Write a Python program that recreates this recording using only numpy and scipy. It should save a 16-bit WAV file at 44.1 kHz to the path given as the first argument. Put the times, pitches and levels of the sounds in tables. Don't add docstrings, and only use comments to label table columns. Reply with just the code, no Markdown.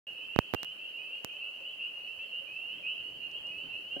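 import sys
import numpy as np
from scipy import signal
from scipy.io import wavfile
from scipy.ndimage import uniform_filter1d

SR = 44100
rng = np.random.default_rng(int(sys.argv[2]) if len(sys.argv) > 2 else 0)


def output_pcm(signal):
    pcm = np.clip(np.atleast_2d(signal).T, -1, 1) * 32767
    wavfile.write(sys.argv[1], SR, np.round(pcm).astype(np.int16))


N = 176400
WOODS_T60_S = 0.51
PORT_PHASE_RAD = 0.45


def amp(db):
    return 10 ** (np.asarray(db) / 20)


def unit_rms(x):
    return x / np.sqrt(np.mean(x ** 2) + 1e-20)


def decay(t, t60):
    return np.exp(-np.log(1000) * t / t60)


def curve_at(points, hz):
    knots_hz, values = np.transpose(points)
    return np.interp(np.log(hz + 1), np.log(knots_hz), values)


def panned(pan_db):
    return unit_rms(amp([[pan_db / 2], [-pan_db / 2]]))


def add(mix, start_s, sound):
    at = round(start_s * SR)
    sound = sound[..., max(-at, 0):]
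    part = mix[..., max(at, 0):][..., :sound.shape[-1]]
    part += sound[..., :part.shape[-1]]


def wander(t, top_hz, count=12):
    rate, phase = rng.random((2, count, 1))
    return np.sin(2 * np.pi * (top_hz * rate * t + phase)).sum(0) * np.sqrt(2 / count)


def stereo_noise(spectrum, patch_db, size=1024):
    # frequency in Hz, correlation from -1 to 1.
    likeness = [(400, 0.79), (1400, -0.32), (2800, -0.01)]
    hz = np.fft.rfftfreq(size, 1 / SR)
    a, b, c, d, patches = rng.standard_normal((5, len(hz), N * 4 // size + 5))
    patches = uniform_filter1d(patches, size=7, axis=0)
    patches = unit_rms(uniform_filter1d(patches, size=10, axis=1))
    alike = np.clip(curve_at(likeness, hz), -1, 1)[:, None]
    left = a + 1j * b
    right = alike * left + np.sqrt(1 - alike ** 2) * (c + 1j * d)
    frames = np.array([left, right]) * amp(curve_at(spectrum, hz)[:, None] + patch_db * patches)
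    return unit_rms(signal.istft(frames, nperseg=size, noverlap=size * 3 // 4)[1][:, :N])


def woods(sound, t60=WOODS_T60_S):
    t = np.arange(SR) / SR
    echoes = rng.standard_normal((2, SR)) * (rng.random((2, SR)) < 1 / 20) * (t > .02)
    tail = echoes * decay(t, t60)
    tail /= np.linalg.norm(tail, axis=1, keepdims=True)
    return signal.fftconvolve(sound, tail, axes=1)[:, :N]


def air():
    # frequency in Hz, relative density in dB.
    hiss_spectrum = [(30, -29), (400, -2), (550, 3), (850, -4), (1380, -4.5), (2200, -4.5), (3400, -17.5),
                     (4400, -10), (5300, -17.5), (7100, -20.5), (15500, -19)]
    rumble_spectrum = [(30, -17.5), (110, -1), (330, -1), (600, -6), (3000, -42)]
    # time in seconds, level in dB.
    rumble_levels = [(.3, -66.5), (.8, -70), (2.3, -73.5), (2.8, -64), (3.601, -61)]
    rumble_db = np.interp(np.arange(N) / SR, *np.transpose(rumble_levels))
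    rumble = amp(rumble_db) * stereo_noise(rumble_spectrum, patch_db=3.5)
    hiss = amp(-60) * stereo_noise(hiss_spectrum, patch_db=2)
    return panned(-2.5) * (hiss + rumble)


def hoots(hz=543, length_s=0.054):
    starts = [1.59, 2.4]
    out = np.zeros((2, N))
    t = np.arange(0, length_s, 1 / SR)
    for start in starts:
        add(out, start, np.sin(np.pi * t / length_s) ** 2 * np.sin(2 * np.pi * hz * t))
    return amp(-56.5) * (out + .5 * woods(out))


def faint_ticks(t60=.02, band_hz=(3500, 6400)):
    # start in seconds, level in dB ahead of the band filter.
    ticks = [(3.314, -49), (3.469, -49)]
    out = np.zeros((2, N))
    t = np.arange(0, t60, 1 / SR)
    for start, db in ticks:
        add(out, start, amp(db) * decay(t, t60) * rng.standard_normal((2, len(t))))
    return signal.lfilter(*signal.butter(2, band_hz, "band", fs=SR), out)


def knock(start_s=3.963, rise_s=.003):
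    # frequency of a mode in Hz, relative level in dB.
    modes = [(160, -1), (280, 1), (400, -5), (560, 4), (720, -4), (1580, -13.5)]
    t = np.arange(SR // 10) / SR
    ring = np.zeros((2, len(t)))
    for hz, db in modes:
        phase = 2 * np.pi * (hz * t + rng.random())
        ring += amp(db) * np.sin(phase + 2 * PORT_PHASE_RAD * rng.standard_normal((2, 1)))
    envelope = np.minimum(t / rise_s, 1) * decay(t, t60=.07)
    out = np.zeros((2, N))
    add(out, start_s, amp(-31.5) * envelope * ring / 2)
    return out


def finger_pops():
    # time in seconds, pulse gain in dB, leak time in seconds,
    # gains of the crack's lower and upper ring in dB.
    pops = [(0.3622, -12.5, 0.0013, -61, -44), (0.3896, -1, 0.00098, -42, -21),
            (.5380, -9, 0.00065, -49, -25), (0.5462, -15, 0.00074, -36, -24),
            (0.5487, -13.5, 0.00086, -42, -31), (.6320, -10.5, 0.000087, -32, -28.5),
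            (0.6469, -19.5, 0.000082, -48, -33), (1.247, -19.5, 0.00061, -21, -21.5)]
    lead_s, edge_s, low_cut_hz = .01, .00006, 85
    lower_hz, upper_hz, crack_s = 6000, 14130, .00009
    t = np.arange(-lead_s, lead_s, 1 / SR)
    snap = .5 + .5 * np.tanh(t / edge_s)
    right = np.zeros(N)
    for when, db, leak_s, lower_db, upper_db in pops:
        suction = 0.57 * (1 - snap) * np.exp(-abs(t) / (leak_s / 2))
        push = snap * np.exp(-abs(t) / leak_s)
        lower = amp(lower_db) * np.sin(2 * np.pi * lower_hz * t)
        upper = amp(upper_db) * np.sin(2 * np.pi * upper_hz * t)
        crack = (lower + upper) * np.exp(-(t / crack_s) ** 2)
        add(right, when - lead_s, amp(db) * (push - suction) + crack)
    right = signal.lfilter(*signal.butter(2, low_cut_hz, "high", fs=SR), right)
    return np.array([np.zeros(N), right])


def peep(length_s, first_hz, last_hz, db, pan_db, bright=False):
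    attack_s, release_s = .022, 0.014
    scoop_hz, scoop_s, waver_hz = 170, .006, 7.1
    sac_hz, sac_width_hz = 2830, 400
    t = np.arange(0, length_s + release_s / 2, 1 / SR)
    progress = t / length_s
    slide = first_hz + (last_hz - first_hz) * progress
    hz = slide - scoop_hz * np.exp(-t / scoop_s) + waver_hz * wander(t, top_hz=93.7)
    phase = 2 * np.pi * (np.cumsum(hz) / SR + rng.random())
    phase = phase + PORT_PHASE_RAD * rng.standard_normal((2, 1))
    harmonics_db = [-37.5, 0, -31 if bright else -45.5, -52]
    voice = sum(gain * np.sin(k * phase / 2) for k, gain in enumerate(amp(harmonics_db), 1))
    ramp = np.clip(np.minimum(t / attack_s, (t[-1] - t) / release_s), 0, 1)
    gate = np.sin(np.pi / 2 * ramp) ** 2
    sac_db = -7 * ((hz - sac_hz) / sac_width_hz) ** 2
    droop_db = -1.5 * progress
    flutter_db = 0.92 * wander(t, top_hz=101.3)
    level = amp(db) * unit_rms(amp(sac_db + droop_db + flutter_db))
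    return panned(pan_db) * gate * level * voice


def far_frogs(count=260):
    # frequency in Hz, relative density in dB.
    blur_spectrum = [(2150, -58), (2450, -6), (2620, -4), (2830, 0.5), (3060, 0), (3230, -8), (3400, -62)]
    centre_hz, spread_hz, rise_hz, call_s = 2833, 135, 181, .09
    calls = np.zeros((2, N))
    for k, (jitter, pitch, stretch, rise, level, side) in enumerate(rng.standard_normal((count, 6))):
        hz = centre_hz + spread_hz * np.clip(pitch, -2, 2)
        slide_hz = rise_hz * np.exp(0.19 * rise)
        length_s = call_s * np.exp(0.147 * stretch)
        call = peep(length_s, hz - slide_hz / 2, hz + slide_hz / 2, db=-level, pan_db=4 * side)
        add(calls, (k + jitter) / count * N / SR - call_s / 2, call)
    crowd = amp(-46.5) * unit_rms(calls + amp(2) * woods(calls))
    blur = amp(-55) * stereo_noise(blur_spectrum, patch_db=1.5, size=2048)
    return panned(-2.5) * (crowd + blur)


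def near_frogs():
    # start in seconds, length in seconds, first and last pitch in Hz,
    # relative level in dB, left minus right in dB.
    peeps = [(0.06, 0.058, 2825, 2914, -43, -5.5), (0.142, 0.074, 2610, 2750, -50, 1),
             (0.159, 0.11, 2834, 3120, -47, -7), (0.189, 0.15, 2563, 2733, -48.5, -3),
             (0.283, 0.085, 2678, 2950, -44.0, -9), (0.552, 0.084, 2729, 2910, -42.5, -4),
             (0.556, 0.097, 3030, 3280, -56, -11), (0.626, 0.11, 2774, 3088, -45.5, -2.5),
             (0.78, 0.087, 2603, 2720, -47.5, 2), (0.838, 0.062, 2775, 2940, -46.5, -2),
             (0.928, 0.062, 2695, 2822, -43.5, -5.5), (0.971, 0.074, 2838, 3040, -47, -10),
             (0.974, 0.14, 2495, 2674, -47, -1), (1.09, 0.099, 2400, 2525, -64, -2),
             (1.108, 0.08, 2715, 2890, -43, 1), (1.091, 0.085, 2920, 3246, -53.5, -12),
             (1.283, 0.12, 2747, 3086, -47.5, 1), (1.281, 0.1, 2440, 2693, -50.5, -3),
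             (1.38, 0.12, 2682, 2963, -44, -1), (1.404, 0.1, 2580, 2700, -44.0, -6),
             (1.505, 0.076, 2750, 2883, -49.5, -1), (1.632, 0.08, 2807, 3044, -43, 1),
             (1.649, 0.078, 2990, 3260, -52.5, -12), (1.78, 0.11, 2733, 2923, -42, 2),
             (1.789, 0.085, 2627, 2830, -42, -3), (1.803, 0.098, 2850, 3055, -47, -9),
             (1.905, 0.12, 2780, 2892, -46, -1), (2.021, 0.062, 2860, 2945, -44.5, -1),
             (2.062, 0.063, 2586, 2755, -42.5, -5), (2.181, 0.065, 2592, 2765, -41, 1),
             (2.17, 0.087, 2960, 3290, -55, -7), (2.227, 0.062, 2900, 3160, -56, -12),
             (2.313, 0.087, 2718, 2880, -41.5, -2.5), (2.318, 0.084, 2843, 3085, -43.5, -3),
             (2.37, 0.045, 2745, 2940, -45, -3), (2.46, 0.12, 2465, 2642, -46.5, -3),
             (2.527, 0.085, 2580, 2733, -42.0, -6), (2.607, 0.13, 2713, 2936, -43.5, -4),
             (2.683, 0.078, 2635, 2729, -45.5, -4), (2.71, 0.093, 2975, 3240, -50.5, -10),
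             (2.826, 0.106, 2488, 2697, -40.0, -3), (2.852, 0.088, 2742, 2936, -39, -3),
             (2.853, 0.078, 2868, 3090, -41, -3), (2.93, 0.098, 2660, 2840, -45, -1),
             (2.938, 0.0976, 2865, 3065, -46.5, -12), (3.02, 0.078, 2795, 2997, -44.5, -8),
             (3.11, 0.071, 2930, 3150, -52.5, -12), (3.205, 0.075, 2692, 2863, -42.5, -7),
             (3.19, 0.06, 2790, 2930, -45, -11), (3.31, 0.09, 2950, 3253, -48.5, -15),
             (3.33, 0.053, 2730, 2917, -41, 0), (3.433, 0.087, 2785, 2938, -41.5, -4),
             (3.498, 0.12, 2538, 2670, -45.5, -4), (3.59, 0.051, 2615, 2845, -45, -3),
             (3.566, 0.1, 2887, 3086, -45, -9), (3.685, 0.098, 2660, 2910, -44.5, -5),
             (3.717, 0.084, 2550, 2730, -45, 0), (3.81, 0.08, 2786, 2976, -46.5, -1),
             (3.901, 0.072, 2742, 2903, -39.0, -6), (3.89, 0.088, 2965, 3240, -51.5, -13)]
    bright_starts = [2.02, 3.02, 3.205, 3.565, 3.685]
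    calls = np.zeros((2, N))
    for start, *call in peeps:
        bright = np.isclose(start, bright_starts, atol=.008).any()
        add(calls, start, peep(*call, bright=bright))
    brush = amp(-14) * woods(calls, t60=.06)
    trees = amp(-7.5) * woods(calls)
    return amp(3.5) * (calls + brush + trees)


def scene():
    return air() + hoots() + knock() + finger_pops() + near_frogs() + far_frogs() + faint_ticks()


def record(dry):
    open_s, fade_s, top_hz = 0.0679, 0.00073, 16000
    opened = np.clip((np.arange(N) / SR - open_s) / fade_s, 0, 1)
    lowpass = signal.firwin(255, top_hz, window=("kaiser", 8), fs=SR)
    return signal.oaconvolve(dry * opened, lowpass[None], "same")


dry = scene()
out = record(dry)
output_pcm(out)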